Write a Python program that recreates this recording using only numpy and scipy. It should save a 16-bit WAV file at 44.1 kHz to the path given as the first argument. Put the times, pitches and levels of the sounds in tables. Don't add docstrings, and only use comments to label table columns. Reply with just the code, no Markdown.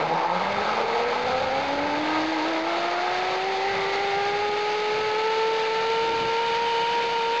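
import sys
import numpy as np
from scipy import signal
from scipy.io import wavfile
from scipy.ndimage import uniform_filter1d, map_coordinates

SR = 44100
rng = np.random.default_rng(int(sys.argv[2]) if len(sys.argv) > 2 else 0)


def waveform_to_disk(signal):
    frames = np.transpose(np.atleast_2d(signal))
    scaled = np.clip(frames, -1, 1) * 32767
    samples = np.round(scaled).astype(np.int16)
    wavfile.write(sys.argv[1], SR, samples)


def elevation(decibels):
    levels = np.asarray(decibels, float)
    return 10 ** (levels / 20)


N = 326340

# centre in seconds, change in Hz,
# half length in seconds.
SPEED_TUGS = [(0, -6, 0.1019), (.281, -10.5, .09), (.786, 4, 0.1211), (1.506, -4, 0.0374), (2.104, 7, .08),
              (2.31, 6.5, .033), (2.41, -13, .035), (2.495, 3, .03), (2.6, -10.5, .04), (3.064, 4, 0.03156),
              (3.391, 6, .357), (3.488, 7, 0.03683), (3.687, 7.5, 0.04234), (4.137, -3.5, 0.0268),
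              (4.44, 3.5, 0.0495), (4.883, -4, 0.0474), (5.118, -6.5, 0.0576), (5.25, 4, .314),
              (5.686, -6, .122), (6.263, -6, .086), (6.533, -6, 0.0451), (6.774, -8, .083),
              (7.133, 5.5, .056), (7.215, -19.5, .167)]
CABLE_FLICKS = [0.649, 0.849, 1.041, 1.38, 1.628, 1.85, 2.68, 3.27, 4.02, 5.52, 6.58, 6.93]
# centre in seconds, change in dB, half length in seconds.
GRIP_BOUNCES = [(.2, -4, 0.1), (.27, -1.5, 0.015), (.475, -2, 0.0077), (.42, 0.5, 0.067), (.68, 1, 0.15),
                (.86, -5, 0.019), (1.06, -3.5, 0.016), (1.38, 0.5, 0.016), (1.75, -1, 0.16),
                (2.18, 1, 0.046), (2.64, -2, 0.015), (2.78, 2.5, 0.029), (3.25, 0.5, 0.14),
                (5.9, 0.5, 0.011), (6.11, -0.5, 0.012), (7.04, 0, .02)]
# time in seconds, level in dB.
WHEEL_LOAD = [(0.0, 5.5), (0.4, -5), (0.75, 1), (0.9, 0.5), (1.2, 2), (1.6, -1), (2.0, 2.5), (2.4, 1.1),
              (2.8, -0.5), (3.3, 0.5), (4.0, 1.5), (4.7, 1), (5.4, 3), (6.2, -2), (7.4, -2)]

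# level in dB at 450 crossings a second, slope in dB per octave of speed.
WHINE_LINES = [
    (-0.0, 1),
    (10, 12.5),
    (2.5, 5.5),
    (1.5, 5.5),
]
# multiple of the strand rate, level in dB.
WEAK_LINES = [(.41, -61), (1.5, -54), (2.5, -61), (3.5, -53), (4.5, -58), (5, -52), (5.5, -56)]
# frequency in Hz, half width in Hz, lift in dB.
WEAK_LINE_LIFT = [(840, 70, 8), (1320, 90, 5)]
# frequency in Hz, half width in Hz, level in dB.
TROLLEY_MODES = [(184, 19.7, -31.5), (318, 27.4, -30), (429, 67, -29.5), (457.2, 14, -29),
                 (492, 8.7, -34.5), (524, 41, -30.5), (700, 85.0, -35.5), (797, 50, -38.5), (932, 42, -35),
                 (1050, 32, -54), (1254, 69, -42.5), (1354, 59, -38), (1900, 241.8, -46)]
# frequency in Hz, half width in Hz, level in dB.
GAP_MODE = (1075, 70, -47)
# centre in seconds, change in dB,
# half length in seconds.
WHEEL_BEATS = [
    [(.13, 2, 0.038), (.105, -10, .012), (.235, -15, 0.024), (.37, 4, 0.015), (1.42, -6, 0.027),
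     (1.8, 3.5, 0.1), (5.91, 0.5, 0.0076), (7.19, -1, 0.072)],
    [(.04, -16, 0.025), (.3, 2, 0.065), (.59, 7, 0.022), (.74, -7, 0.13), (.84, 4, 0.028),
     (1.0, 4.5, 0.054), (1.055, -1, 0.0097), (1.19, -5.5, 0.027), (1.29, 0, .025), (1.58, 2.5, 0.027),
     (1.7, -1.5, 0.05), (1.8, 3.5, 0.056), (2.09, -18, 0.032), (2.24, -2, 0.028), (2.32, -6.5, .04),
     (2.42, -4, .04), (2.87, 2, 0.037), (3.35, -1, 0.057), (3.57, -3.5, 0.027), (3.85, -6, 0.1),
     (4.25, 1, 0.07), (5.45, -1, 0.04), (6.9, 0.5, 0.09), (7.08, -2.5, 0.029)],
    [(.06, -2, .06), (.26, -4, .05), (.48, 12.5, 0.1), (.66, -14, .04), (.85, -5, .08), (1.16, -21, 0.047),
     (1.33, 1.5, .05), (1.45, -7, 0.049), (1.58, 11.5, 0.27), (1.93, 6, 0.03), (2.04, -14, .03),
     (2.15, -1, 0.05), (2.3, -9, 0.072), (2.43, 6, 0.03), (2.59, 4, .03), (2.67, -14, 0.027),
     (3.0, -0.5, 0.16), (3.5, -11, .1), (3.85, 7, 0.077), (4.1, 1, .05), (4.24, 5, 0.036), (5.35, -1, .06),
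     (5.6, -5.5, 0.11), (5.93, 0, .06), (6.69, -4, 0.035)],
    [(.47, -10, 0.073), (1.6, -5, 0.18), (2.15, 8.5, 0.034), (2.32, -12, 0.033), (2.68, 1.5, .06),
     (2.98, 7, .03), (3.72, 12, 0.036), (4.25, 12, 0.14), (5.1, 1.5, .1), (5.59, 2.5, .03), (5.8, 6, 0.044),
     (6.85, 3, 0.087), (7.1, -6, 0.094)],
]
# centre in seconds, first line change in dB, second line change in dB.
WHEEL_SLIPS = [
    (5.545, 0, -4),
    (5.906, 3.5, -6),
    (6.018, 2.5, -1),
    (6.118, 1, -5),
    (6.128, -4, 0),
    (7.033, -5, -4),
    (7.043, 3, 0),
]
# multiple of the strand rate, width in multiples,
# level in dB relative to the line.
LINE_SKIRTS = [(1, .45, -21.5), (2, .45, -30.5), (1.83, .12, -22), (1.17, .08, -25.5), (.83, .08, -23.5)]

# frequency in Hz, width in Hz, level in dB.
FRAME_MODES = [(493, 137, -1.5), (849, 113, 3), (1285, 98, -4.5), (1584, 100, -8.5), (2170, 240, -4.5)]
# centre in seconds, change in dB, half length in seconds.
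FRAME_SHAKES = [
    [(.07, 3, 0.056), (.55, 0, .1), (.8, 2.5, 0.065), (2.3, -1, 0.087), (2.45, 3.5, 0.034)],
    [(.06, 1.5, .05), (.17, -3, .04), (.31, 8, .025), (.38, 1, .025), (.44, 3.5, 0.019), (.58, 2, .03),
     (.65, 1, .06), (.95, 1.5, 0.055), (1.35, -1.5, 0.13), (1.75, -1, 0.073), (2.15, 0.5, .06),
     (2.27, -0.5, 0.03), (2.33, 2.5, .015), (2.85, 2, 0.086), (3.1, 2, 0.073), (3.35, 3.5, 0.054)],
    [(.03, 4, .04), (.17, -5.5, .07), (.37, 5, 0.083), (.7, 5, 0.093), (1.1, 0.5, 0.068),
     (1.75, -1.5, 0.21), (2.3, -5, .07), (2.9, 4, 0.12), (3.4, -1.5, .1)],
    [(.6, 3.5, 0.11), (2.1, 3, 0.091), (3.1, 7, .1)],
    [(.15, -3, .08), (1.45, -2, 0.13), (2.2, -2, 0.089), (3.9, 0.5, 0.1)],
]
# frequency in Hz, width in Hz, level in dB.
WHEEL_RING = (3645, 42, -47.5)
# frequency in Hz, width in Hz, level in dB, change in dB per octave off its best speed.
HANGER_HUM = (546, 109.5, -44, -26.5)
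# frequency in Hz, density in dB per Hz.
HISS_SPECTRUM = [(150, -8), (300, -10.5), (600, -3.5), (1100, -7), (1500, -2.5), (2500, -2.5), (3200, -6.5),
                 (4000, -5), (4700, -6), (5100, -12.5), (5500, -16)]
# frequency in Hz, width in Hz, added share in dB.
PORT_RESONANCE = (4530, 410, -2.8)

BEARING_HUMPS = [
    (5.2, 1.1),
    (6.4, .9),
]
BALL_LINES = (5.29, 6.29, 6.6)
# crossings in Hz, spread in Hz, level awake in dB, level asleep in dB.
BEARING_WAKES = [
    (385.3, 8, -42, -53.5),
    (429, 8, -43, -50),
]
# frequency in Hz, half width in Hz, lift in dB.
BEARING_LIFT = [(880, 63, 20.5), (2036, 60, 8.5)]
# centre in seconds, change in dB, half length in seconds.
BEARING_SURGES = [
    (5.65, -4, 0.12),
    (6.05, 2, 0.092),
    (6.8, 6, 0.1),
    (7.2, 2.5, 0.11),
]

# centre in seconds, peak in dB, half length in seconds.
WIND_GUSTS = [(0.553, -45, 0.059), (0.802, -48, 0.28), (1.295, -42.5, 0.053), (1.432, -43, 0.033),
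              (1.65, -43.5, 0.2), (1.93, -49, 0.097), (2.203, -48, 0.1), (2.82, -52, 0.067),
              (3.24, -48.5, .13), (3.756, -41, 0.061), (4.0, -64, .1), (4.353, -47, 0.23),
              (5.003, -45.5, 0.072), (5.7, -63.5, 0.17), (6.0, -48.5, 0.18), (6.12, -51, 0.044),
              (6.24, -41, 0.04), (6.55, -49, 0.1), (6.852, -52, 0.069), (7.08, -50, 0.067),
              (7.4, -53, 0.029)]
# frequency in Hz, density in dB per Hz.
WIND_SPECTRUM = [(12, -52.5), (20, -18.5), (22, -9), (103, -1.5), (161, -3), (210, 3), (230, -8.5),
                 (300, -16), (510, -120)]
# centre in seconds, peak in dB, half length in seconds.
WIND_PUFFS = [
    (0.297, -56, 0.084),
    (1.75, -42, 0.19),
    (5.493, -44, 0.019),
    (5.902, -52, 0.043),
    (6.105, -39.5, 0.078),
    (6.26, -40.5, 0.034),
    (6.994, -46, 0.18),
]
# frequency in Hz, density in dB per Hz.
PUFF_SPECTRUM = [(200, -13.5), (300, -1), (390, 9.5)]
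# peak time in seconds, level in dB, rise in seconds, fall in seconds.
LAUNCH_SHUDDER = (0.235, -23, 0.11, 0.03)
# time in seconds, peak in dB.
CABLE_KINKS = [
    (2.02, -28),
    (5.903, -22),
    (6.01, -28),
    (6.118, -24),
    (7.039, -26),
]
# frequency in Hz, width in Hz, level in dB.
KINK_MODES = [
    (640, 200, -4),
    (2200, 500, -2),
]


def rms_one(x):
    return x / np.sqrt(np.mean(x ** 2) + 1e-20)


def in_time(rows):
    s, *columns = np.transpose(rows)
    return [np.interp(np.arange(N) / SR, s, c) for c in columns]


def bumps(rows):
    t = np.arange(0, N + 64, 64) / SR
    total = 0
    for s, height, half_s in rows:
        total = total + height * np.exp(-.5 * ((t - s) / max(half_s, .004)) ** 2)
    return np.interp(np.arange(N) / SR, t, total)


def drift(rate):
    r = np.exp(-40 * np.pi * rate / SR)
    noise = rng.standard_normal(N // 20 + 4002)
    slow = signal.lfilter([1], [1, -2 * r, r * r], noise)[4000:]
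    return np.interp(np.arange(N) / 20, np.arange(len(slow)), rms_one(slow))


def resonance(x, hz, width_hz):
    r = np.exp(-np.pi * width_hz / SR)
    poles = [1, -2 * r * np.cos(2 * np.pi * hz / SR), r * r]
    return rms_one(signal.lfilter([1, 0, -1], poles, x))


def through(modes, hz):
    return sum(elevation(2 * db) / (1 + ((hz - mode_hz) / width_hz) ** 2) ** 2 for mode_hz, width_hz, db in modes)


def banded(white, spectrum, patchy_db):
    hz, level_db = np.transpose(spectrum)
    count = round(3 * np.log2(hz[-1] / hz[0]))
    edges = np.geomspace(hz[0], hz[-1], count + 1)
    out = 0
    for k, (low, high) in enumerate(zip(edges, edges[1:])):
        sos = signal.butter(2, [low, high], "band", fs=SR, output="sos")
        band = signal.sosfilt(sos, white[k % 2])
        band_db = np.interp(np.log(low * high) / 2, np.log(hz), level_db)
        out = out + elevation(band_db + patchy_db * drift(7.2)) * band
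    return rms_one(out)


def roar(turns, multiple, width):
    pair = rng.standard_normal((2, 6000))
    a, b = (np.interp(turns * width, np.arange(pair.shape[1]), p) for p in pair)
    phase = 2 * np.pi * multiple * turns
    return rms_one(a * np.cos(phase) + b * np.sin(phase))


def motion():
    top_hz, head_start, gather_s = 529.6, .309, 6.119
    rate_hz = top_hz * np.tanh(head_start + np.arange(N) / SR / gather_s) + bumps(SPEED_TUGS)
    rate_hz = rate_hz + bumps([(s, 2.2, .035) for s in CABLE_FLICKS])
    return rate_hz, np.log2(rate_hz / 450), bumps(GRIP_BOUNCES)


def line_levels(rate_hz, octaves, grip_db, load_db):
    levels_db = []
    for k, (db, slope) in enumerate(WHINE_LINES):
        passed_db = 10 * np.log10(through([*TROLLEY_MODES, GAP_MODE], (k + 1) * rate_hz))
        contact_db = load_db + .24 * grip_db + bumps(WHEEL_BEATS[k])
        levels_db.append(db + slope * octaves + contact_db + passed_db)
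    for k in (0, 1):
        levels_db[k] = levels_db[k] + bumps([(row[0], row[k + 1], .005) for row in WHEEL_SLIPS])
    return levels_db


def whine(turns, rate_hz, levels_db):
    unsteady_db = 360 / rate_hz
    turns = turns + 0.021 * unsteady_db * drift(38)
    lag = .5 + .25 * unsteady_db ** 2 * drift(2.5)
    out = 0
    for k, db in enumerate(levels_db):
        flutter_db = 0.67 * unsteady_db * drift(22) + .55 * drift(55)
        out = out - elevation(db + flutter_db) * np.cos((k + 1) * 2 * np.pi * turns - lag * k)
    for multiple, level_db in WEAK_LINES:
        lift = 1
        for hz, width_hz, db in WEAK_LINE_LIFT:
            lift = lift + elevation(db) / (1 + ((multiple * rate_hz - hz) / width_hz) ** 2)
        wander_db = 4 * np.tanh(drift(2))
        out = out + lift * elevation(level_db + wander_db) * np.sin(2 * np.pi * multiple * turns)
    return np.sqrt(2) * out


def skirts(turns, levels_db):
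    return sum(elevation(levels_db[round(k) - 1] + db) * roar(turns, k, width) for k, width, db in LINE_SKIRTS)


def grit(turns):
    gate = 1 + 0.031 * np.cos(2 * np.pi * turns) + 0.04 * np.cos(4 * np.pi * turns)
    gate = gate + 0.068 * np.cos(np.pi * turns)
    flutter_db = 0.59 * drift(15.0) + 0.62 * drift(140)
    return gate * elevation(flutter_db) * rng.standard_normal((4, N))


def frame_ring(contact, turns, rate_hz, octaves, grip_db, load_db):
    knocks = contact * (1 + .6 * np.cos(2 * np.pi * turns))
    frame = 0
    for k, (hz, width_hz, db) in enumerate(FRAME_MODES):
        shaken_db = db + bumps(FRAME_SHAKES[k]) + .9 * drift(90)
        frame = frame + (-1) ** k * elevation(shaken_db) * resonance(knocks, hz, width_hz)
    level_db = -25.5 - 8.5 * 2 ** (2.83 * octaves) + .71 * grip_db + .25 * load_db
    settle_db = 3.5 * (1 + np.tanh((rate_hz - 393) / 3.8)) / 2
    return elevation(level_db - settle_db) * rms_one(frame)


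def wheel_ring(contact, hiss_db):
    hz, width_hz, db = WHEEL_RING
    return elevation(db + hiss_db - hiss_db.mean()) * resonance(contact, hz, width_hz)


def hanger(contact, octaves):
    hz, width_hz, db, fade_db = HANGER_HUM
    return elevation(db + fade_db * np.abs(octaves + 0.07)) * resonance(contact, hz, width_hz)


def contact_hiss(contact, hiss_db):
    port_hz, port_width_hz, port_db = PORT_RESONANCE
    hiss = banded(contact, HISS_SPECTRUM, patchy_db=0.15)
    hiss = hiss + elevation(port_db - 7.5) * resonance(contact[3], port_hz, port_width_hz)
    return elevation(hiss_db + 6.0) * hiss


def bearing(turns, rate_hz):
    lower_db, upper_db = (asleep_db + (awake_db - asleep_db) * (1 + np.tanh((rate_hz - hz) / spread_hz)) / 2
                          for hz, spread_hz, awake_db, asleep_db in BEARING_WAKES)
    (low, low_width), (high, high_width) = BEARING_HUMPS
    lower_db = lower_db + 10 * np.log10(1 + through(BEARING_LIFT, low * rate_hz))
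    lower = roar(turns, low, low_width)
    lower = lower + elevation(upper_db - lower_db - 3) * roar(turns, BALL_LINES[0], width=.02)
    upper = roar(turns, high, high_width)
    upper = upper + elevation(-7) * sum(roar(turns, k, width=.025) for k in BALL_LINES[1:])
    return elevation(lower_db) * lower + elevation(upper_db + bumps(BEARING_SURGES)) * upper


def wind():
    gusts, puffs = (bumps([(s, elevation(db), half_s) for s, db, half_s in rows])
                    for rows in (WIND_GUSTS, WIND_PUFFS))
    white = rng.standard_normal((2, N))
    buffeting = np.hypot(gusts, elevation(-55.0)) * banded(white, WIND_SPECTRUM, patchy_db=-0.4)
    return buffeting + puffs * banded(white, PUFF_SPECTRUM, patchy_db=2.5)


def launch(contact):
    peak_s, db, rise_s, fall_s = LAUNCH_SHUDDER
    t = np.arange(N) / SR - peak_s
    shape = np.exp(-.5 * (t / np.where(t < 0, rise_s, fall_s)) ** 2)
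    shudder = resonance(contact, hz=848, width_hz=72)
    even = shudder / uniform_filter1d(shudder ** 2, size=500) ** .3
    return elevation(db) * shape * rms_one(even)


def kinks():
    clicks = np.zeros(N) + 1e-18
    for s, db in CABLE_KINKS:
        clicks[int(s * SR)] = elevation(db)
    out = 0
    for hz, width_hz, db in KINK_MODES:
        ring = resonance(clicks, hz, width_hz)
        out = out + elevation(db) * ring / np.abs(ring).max()
    return out * clicks.max()


def trolley():
    rate_hz, octaves, grip_db = motion()
    load_db, = in_time(WHEEL_LOAD)
    turns = np.cumsum(rate_hz) / SR
    levels_db = line_levels(rate_hz, octaves, grip_db, load_db)
    tones = whine(turns, rate_hz, levels_db) + skirts(turns, levels_db)
    contact = grit(turns)
    hiss_db = -38 + 2 * octaves + grip_db
    rolling = frame_ring(contact[2], turns, rate_hz, octaves, grip_db, load_db)
    rolling = rolling + wheel_ring(contact[3], hiss_db) + hanger(contact[1], octaves)
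    rolling = rolling + contact_hiss(contact, hiss_db) + launch(contact[3])
    return tones + rolling + bearing(turns, rate_hz)


def scene():
    return (trolley() + wind() + kinks())[None]


def top_cut(x):
    return signal.sosfilt(signal.butter(12, 10330, fs=SR, output="sos"), x)


def record(dry):
    decimate = 4
    x = signal.sosfilt(signal.butter(1, 60, "high", fs=SR, output="sos"), dry[0])
    x = .3 * np.tanh(x / .3)
    x = signal.sosfilt(signal.butter(8, 5400, fs=SR, output="sos"), x)[::decimate]
    cubic, straight = (map_coordinates(x, [np.arange(N) / decimate], order=order, mode="nearest")
                       for order in (3, 1))
    x = cubic + .04 * (straight - cubic) - .0019
    x = signal.sosfilt(signal.butter(1, 11000, fs=SR, output="sos"), x)
    return top_cut(x[None])


dry = scene()
out = record(dry)
waveform_to_disk(out)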